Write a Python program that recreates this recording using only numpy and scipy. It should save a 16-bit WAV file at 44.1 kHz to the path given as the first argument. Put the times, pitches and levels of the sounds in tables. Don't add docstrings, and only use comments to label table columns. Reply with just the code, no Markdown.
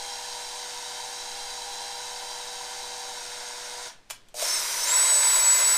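import sys
import numpy as np
from scipy import signal
from scipy.fft import rfft, irfft, next_fast_len
from scipy.io import wavfile
from scipy.ndimage import map_coordinates

SR = 44100
rng = np.random.default_rng(int(sys.argv[2]) if len(sys.argv) > 2 else 0)


def store_wav(level_fs):
    pcm = np.round(np.clip(np.atleast_2d(level_fs), -1, 1) * 32767)
    wavfile.write(sys.argv[1], SR, pcm.T.astype(np.int16))


N = 254456
TIME = np.arange(N) / SR
RELEASE_S, RESTART_S = 3.876, 4.341
CHOP_HZ = 122.2


def amp(db):
    return 10 ** (np.asarray(db) / 20)


def unit(x):
    return x / np.sqrt(np.mean(x ** 2) + 1e-20)


def along(points, hz):
    f, v = np.transpose(points)
    return np.interp(np.log(hz + 1), np.log(f + 1), v)


def humps(peaks, hz):
    return sum(db * np.exp(-np.log(2) * (2 * (hz - centre) / width) ** 2) for centre, width, db in peaks)


def curve(points):
    return np.interp(TIME, *np.transpose(points))


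def since(s):
    return np.maximum(TIME - s, 0)


def ramp(s, length):
    return np.minimum(since(s) / length, 1)


def wobble(rate):
    return map_coordinates(rng.standard_normal(int(N * rate / SR) + 4), [TIME * rate])


def angle(hz):
    return 2 * np.pi * np.cumsum(hz) / SR


def filtered(x, response):
    size = next_fast_len(N + SR // 2)
    return irfft(rfft(x, size) * response(np.fft.rfftfreq(size, 1 / SR)), size)[:N]


def noise(response):
    return unit(filtered(rng.standard_normal(N), response))


def whine(orders, speed, flutter_db, slack):
    turn, out = angle(speed), np.zeros(N)
    for multiple, db in orders:
        peak = np.sqrt(2) * amp(db + flutter_db * wobble(25))
        out += peak * np.sin(multiple * turn + slack * wobble(70))
    return out


def chatter(ring_hz, t60, rate):
    knocks = (rng.random(N) < rate / SR) * rng.uniform(0.46, 1, N)
    t = np.arange(SR // 10) / SR
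    ring = np.sin(2 * np.pi * ring_hz * t) * amp(-60 * t / t60) * t
    return unit(signal.fftconvolve(knocks, ring)[:N])


def rasp(spectrum, stroke, growl_db, hiss_db):
    # f/Hz, width/Hz, lift/dB
    housing = [(585, 84, 4.5), (975, 154, 8), (1430, 760, 4.5), (2124, 186, 3.5), (3933, 390, 5),
               (4775, 320, 4.5), (5545, 390, 6), (6500, 500, 6), (8670, 1050, 4.5), (12900, 1400, 4)]
    contacts = rng.standard_normal(N) * np.exp(0.14 * wobble(2500)) * stroke
    body = lambda hz: amp(along(spectrum, hz) + humps(housing, hz))
    low_share = lambda hz: 1 / (1 + (hz / 2500) ** 8)
    growl = unit(filtered(contacts, lambda hz: body(hz) * low_share(hz)))
    hiss = unit(filtered(contacts, lambda hz: body(hz) * (1 - low_share(hz))))
    return growl * amp(growl_db) + hiss * amp(hiss_db)


def cutting():
    # t/s, f/Hz
    mesh_speed = [(0, 807.5), (0.3, 789.7), (0.49, 794.8), (0.6, 768.8), (0.79, 751.6), (0.9, 769.9),
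                  (1.45, 801.9), (1.56, 775.9), (1.68, 802.7), (1.94, 801.0), (2.18, 766.8), (2.3, 796.8),
                  (2.68, 767.0), (2.8, 786.9), (3.08, 774.1), (3.2, 750.9), (3.87, 736.7)]
    # multiple of the mesh, relative level/dB running freely, slope/(dB per Hz of mesh)
    mesh_orders = [(1, 0, .14), (2, -12, .1), (3.46, -14, .1), (4, -7, .08), (5, -.8, .05), (6, -7, .1)]
    # f/Hz, t60/s, knocks per second, level/dB, change under heavy load/dB
    slack_gears = [(940, 0.018, 320, -48, -4.5), (1467, 0.0096, 430, -57, 4.5)]
    # f/Hz, relative level/dB
    friction = [(60, -24), (300, -13), (480, -6), (780, 2.5), (1200, -5.5), (1750, 3), (2500, -2.5),
                (3200, 1), (5500, 2.5), (8200, -1.5), (9600, -3.5), (10500, -12.5), (13500, -18),
                (15500, -21)]
    free_hz, driven_hz = 800, curve(mesh_speed)
    deep = ramp(3.1, 0.14)
    coasting = since(RELEASE_S)
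    fade_db = -194 * coasting
    mesh_hz = np.maximum(driven_hz - 1825 * coasting, 0) * (1 + 0.0012 * wobble(30.08))
    torque = np.cos(2 * np.pi * CHOP_HZ * TIME)
    stroke = 1 + 0.037 * torque + 0.053 * np.cos(angle(mesh_hz / 10))
    orders = [(k, db + slope * (driven_hz - free_hz)) for k, db, slope in mesh_orders]
    teeth = whine(orders, mesh_hz * (1 + 0.023 * torque), flutter_db=1.5, slack=0.2)
    teeth *= amp(-47.5 - 3.5 * deep)
    knocks = sum(amp(db + change_db * deep) * chatter(hz, t60, rate)
                 for hz, t60, rate, db, change_db in slack_gears)
    growl_db = -47.5 + deep + fade_db
    hiss_db = -38.5 - 0.24 * TIME - 288 * coasting
    return amp(fade_db) * (teeth + knocks) + rasp(friction, stroke, growl_db, hiss_db)


def buzz():
    # multiple of the pulse rate, relative level/dB
    chop_orders = [(1, -22.5), (2, -19), (3, -14.5), (4, 2), (5, -4.5), (6, -2.1), (7, -6), (8, -5.5)]
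    # multiple, relative level/dB
    start_orders = [(3, -21), (4, -5), (5, 1.5), (6, -4.5), (7, -9)]
    phase = 2 * np.pi * CHOP_HZ * TIME
    running = sum(amp(db + 0.75 * wobble(12)) * np.cos(k * phase) for k, db in chop_orders)
    starting = sum(amp(db) * np.cos(k * phase) for k, db in start_orders)
    held = amp(-50 + 0.5 * TIME) * (1 - ramp(RELEASE_S, 0.008))
    pressed = amp(-45 - 150 * since(RESTART_S + 0.091)) * ramp(RESTART_S, 0.0035)
    return held * unit(running) + pressed * unit(starting)


def workshop(x):
    # f/Hz, t60/s
    decay = [(200, 0.23), (3000, 0.29), (12000, 0.16)]
    hz, t, spectra = signal.stft(rng.standard_normal(SR // 2), SR, nperseg=256)
    _, tail = signal.istft(spectra * amp(-60 * t / along(decay, hz)[:, None]), SR, nperseg=256)
    return signal.fftconvolve(x, tail / np.linalg.norm(tail))[:N]


def air():
    # f/Hz, relative level/dB
    room_tone = [(20, 14), (32, 4.5), (55, -7.5), (120, -2.5), (200, -4.5), (500, -7), (1500, -11),
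                 (5000, -14.5), (9000, -22), (15000, -38)]
    hush = noise(lambda hz: amp(along(room_tone, hz)))
    rumble = noise(lambda hz: 1 / (1 + (hz / 15) ** 4))
    return amp(-58) * hush + amp(-60 + 4.2 * wobble(4.43)) * rumble


def clicks():
    # t/s, snap level/dB, knock level/dB
    contacts = [(4.096, -48, -62), (4.1, -31.5, -41), (4.1065, -25, -44), (4.1133, -51, -64),
                (4.285, -51, -67.5), (4.342, -39, -38), (4.395, -29.5, -42), (4.4227, -24.5, -21)]
    # f/Hz, relative level/dB
    plastic = [(200, -24), (500, -7.5), (1200, -2.5), (2000, -1), (3200, 1), (4200, -2.5), (7000, 2),
               (10000, -3.5), (15000, -12)]
    # f/Hz, relative level/dB, t60/s
    body_modes = [(495, -9.5, 0.035), (580, -2.5, 0.037), (690, -3.5, .035)]
    out, t = np.zeros(N), np.arange(SR // 5) / SR
    for s, snap_db, knock_db in contacts:
        crack = noise(lambda hz: amp(along(plastic, hz)))[:len(t)]
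        snap = amp(snap_db - 60 * t / 0.039) * (1 - np.exp(-t / 0.00042)) * crack
        ring = sum((-1) ** k * amp(db - 60 * t / t60) * np.sin(2 * np.pi * hz * t)
                   for k, (hz, db, t60) in enumerate(body_modes))
        knock = amp(knock_db) * (1 - np.exp(-t / 0.0015)) * ring
        out[round(s * SR):][:len(t)] += snap + knock
    return out


def backing_out():
    # t/s, f/Hz
    run_up = [(4.42, 211.3), (4.485, 263.0), (4.545, 271.3), (4.64, 251.7), (4.78, 256.4), (4.837, 266.4),
              (4.88, 316.4), (4.925, 337.5), (4.99, 344.6), (5.13, 346.6), (5.48, 340.9), (5.77, 344.2)]
    # multiple of the turn (rounded below), part-speed level/dB, full-speed level/dB
    motor_orders = [(19.93, -43.5, -43), (23, -42, -21.5), (30.42, -44, -51), (40.2, -50.5, -54.5),
                    (50, -55, -72)]
    # f/Hz, width/Hz, lift/dB
    motor_rings = [(5393, 350, 13.5), (6130, 380, 8.5), (8173, 200, 14), (10350, 900, 6), (12900, 600, 11),
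                   (13715, 220, 13)]
    # multiple of the motor turn, level/dB
    gear_orders = [(3, -43.5), (4, -49), (4.5, -51), (6.03, -47), (11.25, -42.5), (13.3, -48), (16, -44),
                   (18.05, -48), (19, -42.5), (21, -47), (23.44, -45), (27, -51), (36, -57), (38, -59)]
    # f/Hz, relative level/dB
    friction = [(60, -24.5), (280, -19), (490, -2.5), (690, -4.5), (950, -2), (1200, -4.5), (1800, 0.6),
                (2500, -0.5), (3200, 2.5), (5500, 6), (8200, 3.5), (9600, 6), (10700, -6), (13500, -5),
                (15500, -9.5)]
    part_hz, full_hz = 290, 342
    speed = curve([(RESTART_S, 0), *run_up])
    full = np.interp(speed, [part_hz, full_hz], [0, 1])
    slack = np.interp(full, [0, 1], [0.6, 0.12])
    flutter_db = np.interp(full, [0, 1], [2.5, 1.2])
    orders = [(round(k), part_db + (full_db - part_db) * full + humps(motor_rings, round(k) * speed))
              for k, part_db, full_db in motor_orders]
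    motor = whine(orders, speed, flutter_db, slack)
    gear_db = np.interp(speed, [220, 340], [-40, 0])
    gears = amp(gear_db) * whine(gear_orders, speed, flutter_db=2.5, slack=slack)
    lag = np.exp(-1 / (0.06 * SR))
    lagging_speed = signal.lfilter([1 - lag], [1, -lag], speed)
    surge = 1 - lagging_speed / (speed + 1)
    octaves = np.log2((speed + 1) / full_hz)
    stroke = 1 + 0.072 * np.cos(angle(speed))
    rasping = rasp(friction, stroke, growl_db=-33.5 + 9 * octaves, hiss_db=-28 + 6 * octaves + 5 * surge)
    singing = np.interp(speed, [190, 245], [0, 1])
    return (motor + gears) * singing + rasping * ramp(RESTART_S, 0.003)


def scene():
    drill, contacts = cutting() + backing_out(), clicks()
    direct = drill + buzz() + contacts
    walls = workshop(amp(-8.5) * drill + amp(-5.5) * contacts)
    mono = direct + walls + air()
    return np.array([mono, mono])


def record(dry):
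    return np.array([filtered(channel, lambda hz: hz < 15450) for channel in dry])


dry = scene()
out = record(dry)
store_wav(out)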